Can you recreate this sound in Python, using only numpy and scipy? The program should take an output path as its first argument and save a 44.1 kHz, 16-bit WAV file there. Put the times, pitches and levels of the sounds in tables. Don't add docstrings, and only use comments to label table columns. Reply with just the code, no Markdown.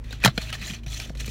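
import sys
import numpy as np
from scipy import signal
from scipy.fft import rfft, irfft
from scipy.io import wavfile
from scipy.ndimage import uniform_filter1d

SR = 44100
rng = np.random.default_rng(int(sys.argv[2]) if len(sys.argv) > 2 else 0)


def volts(x):
    e = np.asarray(x, float) / 20
    return 10 ** e


def persist_wave(psi):
    counts = np.round(np.clip(psi, -1, 1) * 32767).astype(np.int16)
    wavfile.write(sys.argv[1], SR, np.atleast_2d(counts).T)


N = 57330

# start in seconds, peak in dB, ringing pitch in Hz,
# treble in dB, time for the ring to fall 60 dB in seconds.
CAP_SNAPS = [(.231, -25, 1490, -1, 0.022), (.3785, -15, 3340, -27, 0.014), (.238, -6.5, 2458, -8, 0.031),
             (.2475, 2.5, 6380, -2.5, 0.0061), (.248, 2, 1910, -21, 0.007), (.2495, -10, 3260, 2, 0.024),
             (.256, -7, 3566, -3.5, 0.013), (.2585, 2, 1404, -11.5, 0.013), (.2595, -15, 4000, 8, 0.0098),
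             (.267, -15.5, 1300, -18, 0.029), (.276, -2, 3970, -23, 0.0054), (.279, -17, 1485, -13, 0.019),
             (.287, -23, 1130, -32, 0.022), (.377, -9, 4170, -11.5, 0.0099), (.375, -33, 2240, -16, .015),
             (.3775, -13, 1473, -18, 0.012), (.378, -12.5, 2277, -28, 0.01), (.379, -24, 2446, -37, 0.036)]
# start in seconds, peak in dB, ringing pitch in Hz,
# treble in dB, time for the ring to fall 60 dB in seconds.
LID_KNOCKS = [(0.041, -42, 2600, -7, 0.021), (0.107, -26, 3760, -2, 0.021),
              (0.127, -16, 1550, -5.5, 0.0029), (0.202, -28, 2400, -5, 0.0046),
              (0.495, -22.5, 2905, -9, 0.02), (0.502, -19.5, 1650, 0.5, 0.011),
              (0.5275, -14, 2820, -5, 0.016), (0.549, -37, 1730, 3, 0.021), (0.615, -40, 2360, -26, 0.015),
              (0.64, -29.5, 3940, -22, 0.067), (0.681, -25, 4100, -20, 0.025),
              (0.698, -17.5, 2450, -43, 0.016), (0.708, -15, 3200, -14, 0.01),
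              (0.726, -36, 6040, -6, 0.008), (0.748, -33, 2480, -10, 0.037), (0.4697, -26, 2440, -10, 0.02),
              (0.833, -37, 2430, -5, 0.023), (0.863, -28, 2520, 1, 0.014), (0.921, -27, 3270, -8, 0.019),
              (0.942, -24.5, 4130, 1, 0.027), (1.0, -15.5, 2420, -5, 0.01), (1.095, -16, 2870, -25, 0.0017),
              (1.152, -25.5, 2000, -12, 0.0082), (1.261, -25.5, 6180, 12, 0.012),
              (1.278, -17, 2300, -5, 0.0074)]
# pitch in Hz, width in Hz, level in dB.
LID_RESONANCES = [(1300, 50, 3), (1550, 130, 0.5), (1900, 430, 8.5), (2400, 95, 2), (2545, 320, 6),
                  (3057, 540, 6), (3470, 300, 2.5), (3810, 270, -8), (4047, 130, -1), (4290, 270, -1.5),
                  (5470, 570, -10), (5980, 690, -1), (7110, 1000, -5.5)]
# frequency in Hz, level in dB.
CLICK_COLOUR = [(240, -5.5), (400, -58), (496, -31), (536, -23), (607, 0.5), (1420, -16.5), (2400, -6),
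                (4050, -5), (16000, -19)]
# frequency in Hz, level in dB.
CRACK_COLOUR = [(180, -58.5), (330, -1.5), (1150, -9.5), (1390, -2), (2100, -4.5), (2480, -13),
                (2740, -7.5), (4020, -7), (16000, -29.5)]
# frequency in Hz, level in dB.
ENGINE_TONES = [(27, -78), (40, -50), (53.8, -37.5), (81, -52), (107.7, -45.5), (134.6, -48),
                (231.5, -54.5)]
# frequency in Hz, level in dB.
CABIN_COLOUR = [(25, 6), (60, -4.5), (190, -9), (300, -12.5), (680, -26), (800, -29), (1900, -32.5),
                (16000, -58)]
# peak time in seconds, rise in seconds, fall in seconds,
# level in dB, brightness in dB.
RATTLE_FLURRIES = [(0.043, 0.0075, 0.17, -51.5, -2.5), (0.126, 0.033, 0.062, -39, -7),
                   (0.226, 0.032, 0.069, -39.5, -11), (0.298, 0.0072, 0.041, -45, -8),
                   (0.362, 0.049, 0.09, -49.5, 0.5), (0.422, 0.037, 0.15, -37.5, -4),
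                   (0.498, 0.044, 0.057, -45, -4), (0.53, 0.007, 0.041, -28.5, -5),
                   (0.627, 0.065, 0.051, -37, -5.5), (0.676, 0.073, 0.095, -38.5, 2.5),
                   (0.743, 0.026, 0.065, -39.5, -8), (0.836, 0.0032, 0.017, -48, -4),
                   (0.864, 0.0036, 0.074, -43.5, -4), (0.935, 0.045, 0.11, -40, 4),
                   (1.009, 0.038, 0.098, -37.5, -1.5), (1.1, 0.019, 0.0081, -51.5, 3),
                   (1.151, 0.002, 0.018, -46, 2.5), (1.174, 0.0046, 0.04, -44, 0),
                   (1.204, 0.0098, 0.052, -39.5, 1.5), (1.281, 0.062, 0.11, -48, 9)]
# start in seconds, peak in dB, pitch in Hz,
# time to fall 60 dB in seconds.
CUP_THUMPS = [(0.108, -31.5, 493, 0.02), (0.128, -36.5, 257, 0.059), (0.247, -6, 188, 0.032),
              (.239, -28, 550, 0.04), (0.258, -17.5, 202.5, 0.13), (0.2585, 2, 907, 0.013),
              (.258, -3, 600, 0.0092), (.261, -6, 117, 0.052), (.247, -31, 420, 0.0067),
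              (.278, -8.5, 137.4, 0.054), (.278, -17.5, 675, 0.034), (.378, -12, 203, 0.026),
              (.378, -19, 472, 0.029), (.378, -23, 655, 0.046), (1.06, -33, 540, 0.016),
              (0.619, -31.5, 185, 0.072), (0.701, -28.5, 204.6, 0.14), (0.712, -29, 149, 0.094),
              (0.866, -27.5, 134, 0.083), (.866, -35, 646, 0.017), (.993, -36, 634, 0.031),
              (1.003, -45, 790, 0.026), (1.101, -21, 145, 0.043), (1.103, -30.5, 526, 0.023),
              (1.103, -33.5, 640, 0.022), (1.153, -35.5, 513, 0.027), (1.279, -32.5, 447, 0.03),
              (1.28, -27.5, 205, 0.041), (1.215, -32.5, 470, 0.014)]
# start in seconds, peak in dB, pitch in Hz,
# time to fall 60 dB in seconds.
BALL_TICKS = [(0.1078, -54, 3670, 0.0099), (0.1262, -27.5, 4150, 0.013), (0.1277, -37, 5810, 0.014),
              (0.1282, -33.5, 6890, 0.014), (0.1292, -27, 1550, 0.019), (0.4949, -46, 9500, 0.012),
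              (0.4949, -34.2, 2980, 0.012), (0.5273, -34, 9280, 0.014), (0.5273, -30, 5300, 0.017),
              (0.5278, -27.8, 1670, 0.0075), (0.5517, -22.5, 1776, 0.015), (0.6151, -30, 4320, 0.012),
              (0.6161, -33.6, 3500, 0.012), (0.6246, -36, 2497, 0.013), (0.6321, -26.5, 2520, 0.014),
              (0.6615, -20.5, 3910, 0.013), (0.663, -43.0, 9100, 0.014), (0.663, -43, 6100, 0.011),
              (0.6685, -29, 7040, 0.013), (0.6795, -30, 4100, 0.013), (0.6969, -21.5, 2810, 0.011),
              (0.7099, -43, 3160, 0.012), (0.7348, -28.5, 2433, 0.023), (0.7473, -28.5, 6200, 0.014),
              (0.8635, -36, 5800, 0.014), (0.8645, -37, 3703, 0.012), (0.866, -32, 2411, 0.016),
              (0.9214, -37.9, 6030, 0.011), (0.9279, -26.5, 3420, 0.016), (0.9299, -32, 2300, 0.014),
              (0.9434, -29, 4134, 0.012), (0.9444, -36, 9250, 0.013), (0.9458, -31, 7200, 0.014),
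              (0.9468, -35.4, 5800, 0.012), (0.9808, -38, 3200, 0.0092), (1.0002, -20, 5270, 0.011),
              (1.0012, -43, 2460, 0.0096), (1.0172, -29, 5400, 0.015), (1.0955, -38, 5540, 0.014),
              (1.099, -48, 3920, 0.012), (1.2003, -33, 4100, 0.012), (1.2023, -30, 2400, 0.019),
              (1.2147, -48, 4048, 0.012), (1.2162, -32, 2300, 0.012), (1.2437, -25, 2497, 0.014),
              (1.2746, -40, 4040, 0.012), (1.2796, -43, 5943, 0.012), (1.2811, -22, 2480, 0.012)]

ATTACK_S, CRACK_DB = 0.0016, -7.5
CRACK_FOLLOWS = 0.18
CLICKS_PER_S, CLICK_SPREAD_DB, SMEAR_S = 1300, 2.5, 0.0015
FLURRY_WANDER_DB, LID_WANDER_DB = 2, 5.5
LID_DB, BROAD_DB = -1.5, -8.5
TICK_PUSH_S, THUMP_PUSH_S, BOOM_LOW_HZ = 0.0008, 0.00083, 99.5
ROOM_T60_S, ROOM_DB = 0.084, -11.5
CABIN_DB, CABIN_WANDER_DB, DRONE_WANDER_DB = -44.5, 1.3, 3


def unit(x):
    return x / np.sqrt(np.mean(x ** 2))


def colour(x, table, treble_db=0.0):
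    log_hz = np.log(np.maximum(np.arange(513) * SR / 1024, 10))
    points = np.array(table, float)
    shape_db = np.interp(log_hz, np.log(points[:, 0]), points[:, 1])
    shape_db = shape_db + treble_db * np.clip(log_hz - np.log(4000), 0, 1)
    cepstrum = np.fft.irfft(np.log(volts(shape_db)))
    cepstrum[1:512] *= 2
    cepstrum[513:] = 0
    impulse = np.fft.irfft(np.exp(np.fft.rfft(cepstrum)))
    return signal.fftconvolve(x, impulse)[:len(x)]


def resonance(x, hz, t60):
    pole = np.exp(2j * np.pi * hz / SR - np.log(1000) / (t60 * SR))
    return signal.lfilter([1], [1, -pole], x).imag


def wander(rate_hz):
    k = int(SR / rate_hz)
    steps = np.repeat(rng.standard_normal(N // k + 1), k)
    smooth = uniform_filter1d(uniform_filter1d(steps, k), k)
    return unit(smooth[:N])


def rings(rows, push_s):
    t = np.arange(N) / SR
    out = np.zeros(N)
    for start, db, hz, t60 in rows:
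        after = np.maximum(t - start, 0)
        push = 1 - np.exp(-after / push_s)
        out += volts(db - 60 * after / t60) * push * np.sin(2 * np.pi * hz * after)
    return out


def blows(rows, tick_db, ring_db, rough, crack_t60):
    out = np.zeros(N)
    n = np.arange(4096)
    t = n / SR
    rise = 1 - np.exp(-t / ATTACK_S)
    for start, db, hz, treble_db, t60 in rows:
        tick = volts(tick_db) * (n // 4 == 4)
        grit = rng.standard_normal(len(t)) * (rise + tick)
        crack_level = volts(CRACK_FOLLOWS * (treble_db + 6) - 60 * t / crack_t60)
        crack = unit(colour(grit, CRACK_COLOUR, treble_db + 9)) * crack_level
        chatter = 1 + rough * unit(uniform_filter1d(grit, size=40))
        ring = rise * chatter * np.sin(2 * np.pi * hz * t) * volts(-60 * t / max(t60, 2e-3))
        blow = volts(db) * (volts(CRACK_DB) * crack + volts(ring_db) * ring)
        i = int(start * SR)
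        out[i:i + len(t)] += blow[:N - i]
    return out


def cap_snaps():
    return blows(CAP_SNAPS, tick_db=7, ring_db=2, rough=0.22, crack_t60=0.023)


def lid_knocks():
    return blows(LID_KNOCKS, tick_db=0, ring_db=-2, rough=0.41, crack_t60=0.011)


def clicks():
    uneven = volts(CLICK_SPREAD_DB * np.minimum(rng.exponential(size=N), 3.5))
    size = uneven * (rng.random(N) < CLICKS_PER_S / SR)
    power = signal.lfilter([1], [1, -np.exp(-1 / (SMEAR_S * SR))], size ** 2)
    return np.sqrt(power) * rng.standard_normal(N)


def rattle():
    t = np.arange(N) / SR
    swell, bright_swell = np.zeros(N), np.zeros(N)
    for peak, rise, fall, db, bright_db in RATTLE_FLURRIES:
        distance = np.where(t < peak, (peak - t) / rise, (t - peak) / fall)
        flurry = volts(db - 20 * distance ** 1.414)
        swell += flurry
        bright_swell += flurry * volts(bright_db)
    lid = np.zeros(N)
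    for hz, width, db in LID_RESONANCES:
        level = volts(db + LID_WANDER_DB * np.tanh(wander(71.02)))
        lid += level * unit(resonance(clicks(), hz, 3.7 / width))
    lid = unit(np.diff(lid, prepend=0))
    broad = unit(colour(clicks(), CLICK_COLOUR))
    full = volts(FLURRY_WANDER_DB * wander(89.8)) * (volts(LID_DB) * lid + volts(BROAD_DB) * broad)
    dull = signal.lfilter(*signal.butter(2, 5000, fs=SR), full)
    return swell * dull + bright_swell * (full - dull)


def ball_ticks():
    chatter = unit(uniform_filter1d(rng.standard_normal(N), size=30))
    return rings(BALL_TICKS, TICK_PUSH_S) * (1 + 0.7 * chatter)


def cup_thumps():
    low_cut = signal.butter(4, BOOM_LOW_HZ, "high", fs=SR, output="sos")
    return signal.sosfilt(low_cut, rings(CUP_THUMPS, THUMP_PUSH_S))


def cabin_tail(bottle):
    t = np.arange(6000) / SR
    tail = rng.standard_normal(len(t)) * volts(-60 * t / ROOM_T60_S) * (t > 0.002)
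    tail = tail / np.sqrt(np.sum(tail ** 2))
    return volts(ROOM_DB) * signal.fftconvolve(bottle, tail)[:N]


def engine_drone():
    t = np.arange(N) / SR
    out = np.zeros(N)
    for hz, db in ENGINE_TONES:
        level = np.sqrt(2) * volts(db + DRONE_WANDER_DB * wander(13.74))
        out += level * np.sin(2 * np.pi * (hz * t + rng.random()))
    return out


def cabin_noise():
    log_hz = np.log(np.maximum(np.arange(N // 2 + 1) * SR / N, 5))
    points = np.array(CABIN_COLOUR, float)
    shape = volts(np.interp(log_hz, np.log(points[:, 0]), points[:, 1], left=-60))
    noise = unit(irfft(rfft(rng.standard_normal(N)) * shape, N))
    return volts(CABIN_DB + CABIN_WANDER_DB * wander(8.1)) * noise


def scene():
    bottle = cap_snaps() + lid_knocks() + rattle() + ball_ticks()
    background = engine_drone() + cabin_noise()
    return (bottle + cabin_tail(bottle) + cup_thumps() + background)[None]


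def band_limit(x):
    return signal.sosfilt(signal.butter(12, 16440, fs=SR, output="sos"), x)


def record(dry):
    rounded = 0.86 * np.tanh(dry / 0.86)
    top_cut = signal.ellip(10, 0.2, 90, 15800, fs=SR, output="sos")
    return band_limit(signal.sosfilt(top_cut, rounded))


dry = scene()
out = record(dry)
persist_wave(out)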